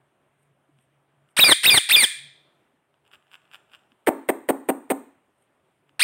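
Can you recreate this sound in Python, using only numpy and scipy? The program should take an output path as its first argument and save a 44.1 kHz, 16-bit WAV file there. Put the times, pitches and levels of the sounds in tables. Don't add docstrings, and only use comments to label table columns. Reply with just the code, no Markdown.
import sys
import numpy as np
from scipy import signal
from scipy.fft import rfft, irfft
from scipy.io import wavfile
from scipy.ndimage import uniform_filter1d

SR = 44100
rng = np.random.default_rng(int(sys.argv[2]) if len(sys.argv) > 2 else 0)


def store_wav(level_fs):
    pcm = np.round(np.clip(np.atleast_2d(level_fs), -1, 1) * 32767)
    wavfile.write(sys.argv[1], SR, pcm.T.astype(np.int16))


def volts(x):
    e = np.asarray(x, float) / 20
    return 10 ** e


N = 266099

# f/Hz, relative level/dB
BREATH_HISS = [(300, -28), (1500, -3), (3000, 0.5), (5000, -25.5), (6300, -18.5), (7800, -6), (8600, 9.5),
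               (9500, -2), (10300, -6), (11800, -2), (13000, -27)]
# f/Hz, relative level/dB
TOP_SIZZLE = [(9000, -42), (11600, -13.5), (12200, 3), (15700, -0.5), (16100, -29.5), (17000, -58.5)]


def evened(x):
    return x / np.sqrt(np.mean(x ** 2) + 1e-20)


def read(points, hz):
    f, value = np.transpose(points)
    return np.interp(np.log(hz + 1), np.log(f + 1), value)


def along(points):
    s, value = np.transpose(points)
    return np.interp(np.arange(N) / SR, s, value)


def add(mix, s, sound):
    part = mix[round(s * SR):][:len(sound)]
    part += sound[:len(part)]


def shaped(x, points):
    gain = volts(read(points, np.fft.rfftfreq(len(x), 1 / SR)))
    return irfft(rfft(x) * gain, len(x))


def coloured(points, size):
    return evened(shaped(rng.standard_normal(size), points))


def wander(hz, size):
    lowpass = signal.butter(2, hz, fs=SR, output="sos")
    settled = signal.sosfilt(lowpass, rng.standard_normal(size + 2000))[2000:]
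    return evened(settled)


def ring(modes, detune=1):
    t = np.arange(900) / SR
    out = sum(volts(db) * np.exp(-np.pi * width * t) * np.sin(2 * np.pi * hz * detune * t)
              for hz, width, db in modes)
    return out / abs(out).max()


def course(start, jump, drop, end, rise_db, top_hz, upper_db, shriek_db):
    # share of the stage (0-1), pitch f/Hz, then level/dB of
    rise = [(0, 658.8, -41, -45, -41, -53.5), (.25, 1232, -35.5, -24, -38, -45.5),
            (.62, 2080, -19.5, -24.5, -19, -35), (.85, 2562, -14.5, -27, -22.5, -28.5),
            (.96, 2732, -13, -32.5, -25, -28.5)]
    whistle = [(.04, .985, -19, -48, -28, -20), (.4, 1.0, -16, -42, -29, -26),
               (.62, .975, -13, -41, -30, -25), (.82, .93, -8, -42, -30, -24),
               (.96, .87, -13, -48, -28, -28)]
    shriek = [(.016, 2449, -14.5, -19.5, -22, -33), (.12, 2423, -18.5, -19.5, -20, -36.5),
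              (.35, 2347, -16, -21, -22, -38), (.44, 2298, -30.5, -24, -17.5, -37.5),
              (.53, 2160, -20, -24.5, -19, -35.5), (.7, 2010, -23, -24, -17, -33),
              (.86, 1743, -26, -13.5, -19, -35), (.95, 1554, -35, -15.5, -27.5, -39),
              (1, 1467, -43.5, -31.5, -32.5, -43)]
    whistle = np.multiply(whistle, [1, top_hz, 1, 1, 1, 1])
    stages = [(np.add(rise, [0, 0, 0, rise_db, 0, 0]), start, jump),
              (whistle + [0, 0, 0, 0, upper_db, 0], jump, drop),
              (np.add(shriek, [0, 0, 0, shriek_db, 0, 0]), drop, end)]
    return np.array([(a + share * (b - a), *rest) for stage, a, b in stages for share, *rest in stage]).T


def screech(start, jump, drop, end, effort_db, low_db, colour):
    # f/Hz, level/dB
    upper_weight = [(2000, -5.5), (3600, 2.5), (5000, 2), (6300, -15.5), (7700, -18.5), (8800, 0.5),
                    (9600, -5), (10300, -15), (11500, -27), (12500, -25), (16000, -37.5)]
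    # f/Hz, level/dB
    third_weight = [(600, 8), (1250, 8), (1600, -9), (2900, -9), (3100, 0)]
    # f/Hz, relative level/dB
    crackle_spectrum = [(30, -44.5), (60, -22.5), (110, -4.5), (300, -3.5), (900, -2.5), (2000, -5),
                        (3000, -29), (6000, -70.5)]
    # middle t/s, length t/s, level/dB
    crackle_bursts = [(1.393, .014, -19), (1.442, .01, -21), (1.491, .032, -19.5), (1.521, .024, -18.5),
                      (1.656, .014, -31), (1.746, .02, -22), (1.777, .018, -22.5), (1.972, .02, -34),
                      (2.036, .03, -32)]
    s, *columns = course(start, jump, drop, end, *colour)
    t = np.arange(s[0], s[-1], 1 / SR)
    hz, first_db, octave_db, upper_db, sizzle_db = (np.interp(t, s, c) for c in columns)

    breaks = sum(volts(db) * np.cos(np.pi * np.clip((t - middle) / length, -.5, .5)) ** 2
                 for middle, length, db in crackle_bursts)
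    growing = np.clip((t - start) / (jump - start), .05, 1)
    crackle_db = 20 * np.log10(volts(low_db) * growing + breaks)
    rough = np.clip(volts(crackle_db + 9), 0, 1)
    shaky = .5 * np.exp(-(t - t[0]) / .035)

    def flutter(depth):
        return 1 + depth * wander(350, len(t))

    jumping = uniform_filter1d((abs(np.gradient(hz)) > 5) * 1., 60)
    first_db = first_db - 4 * jumping
    octave_db = octave_db - 25 * jumping
    upper_db = upper_db - 12 * jumping

    turn = 2 * np.pi * np.cumsum(hz * (1 + 0.0086 * wander(330, len(t)))) / SR
    voice = volts(first_db) * flutter(.08 + rough + shaky) * np.sin(turn)
    voice += volts(octave_db) * flutter(.16 + rough / 2 + shaky) * np.cos(2 * turn)
    for k in range(3, 12):
        partial_db = upper_db + read(upper_weight, k * hz) + read(third_weight, hz) * (k == 3)
        audible = k * hz < 16000
        voice += volts(partial_db) * audible * flutter(0.31 + 2 * shaky) * np.cos(k * turn)

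    onset = volts(-29) * np.exp(-(t - t[0]) / 0.059)
    hiss = (volts(upper_db - 11.5) + onset) * coloured(BREATH_HISS, len(t))
    hiss += volts(sizzle_db) * coloured(TOP_SIZZLE, len(t))
    crackle = volts(crackle_db) * volts(2.7 * wander(120, len(t))) * coloured(crackle_spectrum, len(t))
    fade = signal.windows.tukey(len(t), 300 / len(t))
    return t[0], volts(effort_db) * fade * (np.sqrt(2) * voice + hiss), fade * crackle


def screeches():
    call_times = [(1.365, 1.4055, 1.4415, 1.537), (1.631, 1.6675, 1.7025, 1.791),
                  (1.888, 1.925, 1.9605, 2.055), (5.993, 6.0365, 6.072, 6.16)]
    # effort level/dB, low crackle level/dB
    efforts = [(.5, -34.5), (.5, -34.5), (.5, -40), (.5, -45.5)]
    # octave of the rise level/dB,
    # top of the whistle f/Hz, its upper partials level/dB, octave of the shriek level/dB
    voices = [(0, 3850, 6.5, 2), (1.5, 3770, -1, 0.5), (-0.5, 3680, -4.5, -1.5), (4, 3750, 0, 0)]
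    bird, near = np.zeros(N), np.zeros(N)
    for times, effort, colour in zip(call_times, efforts, voices):
        s, voice, crackle = screech(*times, *effort, colour)
        add(bird, s, voice)
        add(near, s, crackle)
    return bird, near


def clicks():
    # t/s, peak level/dB before the filters, treble level/dB against the low ring
    clear_clicks = [(0.788, -53, -11), (1.2894, -52, -10), (2.942, -53, -19), (3.0638, -51, -17),
                    (3.0778, -48, 0), (3.1152, -42, -13), (3.1314, -45, -19), (3.1355, -35, -22),
                    (3.1405, -38, -23), (3.1483, -41, -23), (3.155, -41, -28), (3.3154, -40, -11),
                    (3.3309, -41, -16), (3.3363, -37, -14), (3.3425, -32, -19), (3.3543, -33, -18),
                    (3.5145, -39, -15), (3.53, -41, -19), (3.5357, -33, -18), (3.5454, -27, -14),
                    (3.5555, -32, -15), (3.7174, -45, -12), (3.7353, -35, -24), (3.7414, -35, -19),
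                    (3.7488, -34, -24), (3.7552, -41, -22), (3.9196, -45, -22), (5.894, -46, -15)]
    # f/Hz, width f/Hz, level/dB
    horn = [(1550, 560, -1.5), (2800, 600, 3), (4700, 900, -14)]
    # f/Hz, width f/Hz, level/dB
    horn_treble = [(7600, 410, -4.5), (8600, 1100, 1), (12650, 1800, -2)]
    # f/Hz, level/dB
    hollow = [(3600, 1.5), (4100, -9), (5000, 0), (6300, -10), (7400, -3), (8400, 0.5)]
    faint = [(3.05 + (3.92 - 3.05) * when, -54 + 3 * (2 * size - 1), -14)
             for when, size in rng.random((26, 2))]
    rows = clear_clicks + faint
    out, grip = np.zeros(N), np.zeros(N)
    for (s, db, treble_db), luck in zip(rows, rng.standard_normal((len(rows), 4))):
        modes = [(hz, width, level + 1.5 * r) for (hz, width, level), r in zip(horn, luck)]
        click = ring(modes, 1 + 0.0085 * luck[3])
        click += volts(treble_db) * ring(horn_treble, 1 + 0.023 * luck[0])
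        click *= np.minimum(np.arange(900) / 6, 1)
        add(out, s, -volts(db) * click / abs(click).max())
        add(grip, s - .03, volts(db) * np.hanning(2650))
    grains = rng.standard_normal(N) * (rng.random(N) < 2500 / SR)
    scrape = signal.fftconvolve(grains, ring(horn) + 0.5 * ring(horn_treble))[:N]
    beak = shaped(out + volts(-28) * grip * scrape, hollow)
    return signal.sosfilt(signal.butter(2, 900, "high", fs=SR, output="sos"), beak)


def cluck(row, count, lead):
    # f/Hz, width f/Hz, level/dB
    throat_modes = [(330, 380, -7), (600, 600, 0)]
    # f/Hz, width f/Hz, level/dB
    snap_modes = [(1930, 440, 26), (2894, 3300, -8)]
    s, gap_ms, growth, peak_db, snap_db = row
    k = np.arange(count)
    gaps_ms = gap_ms * growth ** (k - 1.) * (k > 0)
    at = np.round(np.cumsum(gaps_ms) * SR / 1000).astype(int)
    out = np.zeros(at[-1] + 1200)
    luck = rng.standard_normal((count, 3))
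    for i in k:
        throat = ring(throat_modes, growth ** (0.043 * (count - 2 - i)))
        body_db = peak_db - .75 * (count - 3 - i) + luck[i, 0] - 5.6 * (i == 0)
        snap = volts(snap_db - 2.2 * i + 2.4 * luck[i, 1]) * ring(snap_modes, 1 + 0.11 * luck[i, 2])
        add(out, (at[i] + 330) / SR, np.convolve(volts(body_db) * throat, np.hanning(24) / 11))
        add(out, (at[i] + 330) / SR, np.convolve(snap, np.hanning(8) / 3.5))
    puff = np.interp(np.arange(len(out)), [0, 290, 350, at[-1] + 360, at[-1] + 520, len(out)],
                     [lead / 2, lead, 0.89, 0.7, 0.08, 0])
    rasp = signal.fftconvolve(rng.standard_normal(len(out)), ring(snap_modes))[:len(out)]
    air_flow = volts(-25.5 + snap_db + 8.5) * evened(rasp)
    air_flow += volts(-29.5) * coloured(BREATH_HISS, len(out))
    air_flow += volts(-34) * coloured(TOP_SIZZLE, len(out))
    out += puff * air_flow
    highpass = signal.butter(2, 190, "high", fs=SR, output="sos")
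    return s - .008, signal.sosfiltfilt(highpass, out)


def clucks():
    # first pulse t/s, first gap t/ms, gap growth (ratio), body level/dB, snap level/dB
    pulse_trains = [(4.0724, 1.9, 1.105, -4, -11), (4.2890, 1.55, 1.155, -6.5, -11),
                    (4.4889, 1.55, 1.158, -6, -14), (4.6883, 2.15, 1.17, -6.5, -17),
                    (4.9024, 1.95, 1.157, -8.5, -16)]
    pulse_counts = [8, 7, 8, 6, 7]
    air_leads = [.3, .06, .05, .05, .05]
    out = np.zeros(N)
    for row, count, lead in zip(pulse_trains, pulse_counts, air_leads):
        add(out, *cluck(row, count, lead))
    return out


def echoes():
    # f/Hz, fall by 60 dB t/s
    decay_times = [(200, 0.43), (530, 0.32), (1390, 0.52), (3680, 0.66), (9000, 0.39), (11000, .3),
                   (14000, 0.35)]
    # f/Hz, level/dB
    wall_colour = [(100, -16.5), (270, 3.5), (700, -4.5), (1300, 0), (2300, -4), (3000, -9.5), (3700, -6.5),
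                   (4200, -4), (4800, -12), (7000, 5.5), (9000, 0), (14000, -5)]
    taps = np.zeros(SR)
    at = np.arange(300, SR - 20, 20)
    taps[at + rng.integers(0, 20, len(at))] = rng.choice([-1., 1.], len(at))
    hz, t, z = signal.stft(taps, SR, nperseg=256)
    decay = volts(-60 * t / read(decay_times, hz)[:, None])
    tail = signal.istft(z * decay, SR, nperseg=256)[1][:SR]
    return volts(-9) * shaped(tail, wall_colour) / np.linalg.norm(tail)


def room(x):
    # f/Hz, width f/Hz, relative level/dB
    standing_waves = [(275.5, 7, -3.5), (330, 4.4, -16), (656, 19, -10), (769.3, 26, -5)]
    sway = np.pi * 45 * np.arange(N) / SR
    out = np.zeros(N)
    for k in range(3):
        facing = np.sqrt(2 / 3) * np.cos(sway + k * np.pi / 3)
        out += signal.fftconvolve(x * facing, echoes())[:N]
    t, standing = np.arange(SR) / SR, np.zeros(SR)
    for hz, width, db in standing_waves:
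        build_up = np.minimum(t / 0.0083, 1)
        wave = np.exp(-np.pi * width * t) * np.sin(2 * np.pi * hz * t) * build_up
        standing += volts(-24 + db) * wave / np.linalg.norm(wave)
    return out + signal.fftconvolve(x, standing)[:N]


def air():
    # f/Hz, relative level/dB
    air_spectrum = [(18, -50.5), (30, -17.5), (134, -5.5), (233, -7.5), (404, -3), (461, -9), (616, -4),
                    (721, -6), (889, -8), (1280, -10), (3220, -19.5), (4420, -32.5), (6300, -35),
                    (7800, -31), (8700, -23.5), (10000, -31.5), (16000, -38.5)]
    # t/s, level/dB
    air_level = [(0.0, -71), (1.3, -71), (2.6, -68), (2.86, -73), (3.3, -69), (4.0, -69), (5.97, -70.5)]
    # t/s, level/dB
    hum_level = [(0.0, -66), (0.128, -82), (0.492, -67), (0.684, -79), (0.762, -58), (0.848, -74),
                 (0.962, -66), (1.036, -74), (1.24, -62), (1.31, -83), (2.12, -75), (2.268, -55),
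                 (2.348, -67), (2.85, -86), (3.012, -78), (3.9, -89), (5.55, -88), (5.97, -71.5)]
    # t/s, length t/s, level/dB
    rustles = [(0.362, 0.13, -78), (.76, 0.11, -76.5), (1.275, .07, -76), (5.35, .14, -78.5)]
    # t/s, peak level/dB, f/Hz
    bumps = [(0.683, -60, 303), (0.778, -64, 218), (2.24, -65, 252.3), (2.732, -63, 253),
             (3.913, -59.5, 246.6)]
    hz, t, z = signal.stft(coloured(air_spectrum, N), SR, nperseg=512)
    across_bands = uniform_filter1d(rng.standard_normal(z.shape), 10, 0)
    patches = evened(uniform_filter1d(across_bands, 12, 1))
    drifting = signal.istft(z * volts(1.4 * patches), SR, nperseg=512)[1][:N]
    out = volts(along(air_level)) * evened(drifting)
    turn = 2 * np.pi * np.cumsum(140 + 7 * wander(30, N)) / SR
    out += volts(along(hum_level) + 2 * wander(7.7, N)) * np.sin(turn)
    for s, length, db in rustles:
        size = round(length * SR)
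        add(out, s, volts(db + 3.2 * wander(60, size)) * np.hanning(size) * coloured(BREATH_HISS, size))
    for s, db, hz in bumps:
        add(out, s, volts(db) * np.hanning(1100) * np.sin(2 * np.pi * hz * np.arange(1100) / SR))
    return out


def scene():
    # f/Hz, level/dB
    cluck_send = [(200, -5.5), (800, 1.5), (2000, -9), (3600, -6.5), (4800, -5), (6500, -8.5), (9000, -8.5),
                  (14000, -2)]
    bird, near = screeches()
    beak = clicks()
    low_clucks = clucks()
    walls = room(bird + volts(-1) * beak + shaped(low_clucks, cluck_send))
    return (bird + beak + low_clucks + near + walls + air())[None]


def low_pass(x):
    return signal.sosfilt(signal.butter(12, 16690, fs=SR, output="sos"), x)


def record(dry):
    thin = signal.sosfilt(signal.butter(3, 60, "high", fs=SR, output="sos"), dry)
    rounded = 1.38 * np.tanh(thin / 1.217)
    edge = signal.firwin(255, 16200, window=("kaiser", 8), fs=SR)[None]
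    mix = signal.oaconvolve(rounded, edge, "same")
    return low_pass(mix)


dry = scene()
out = record(dry)
store_wav(out)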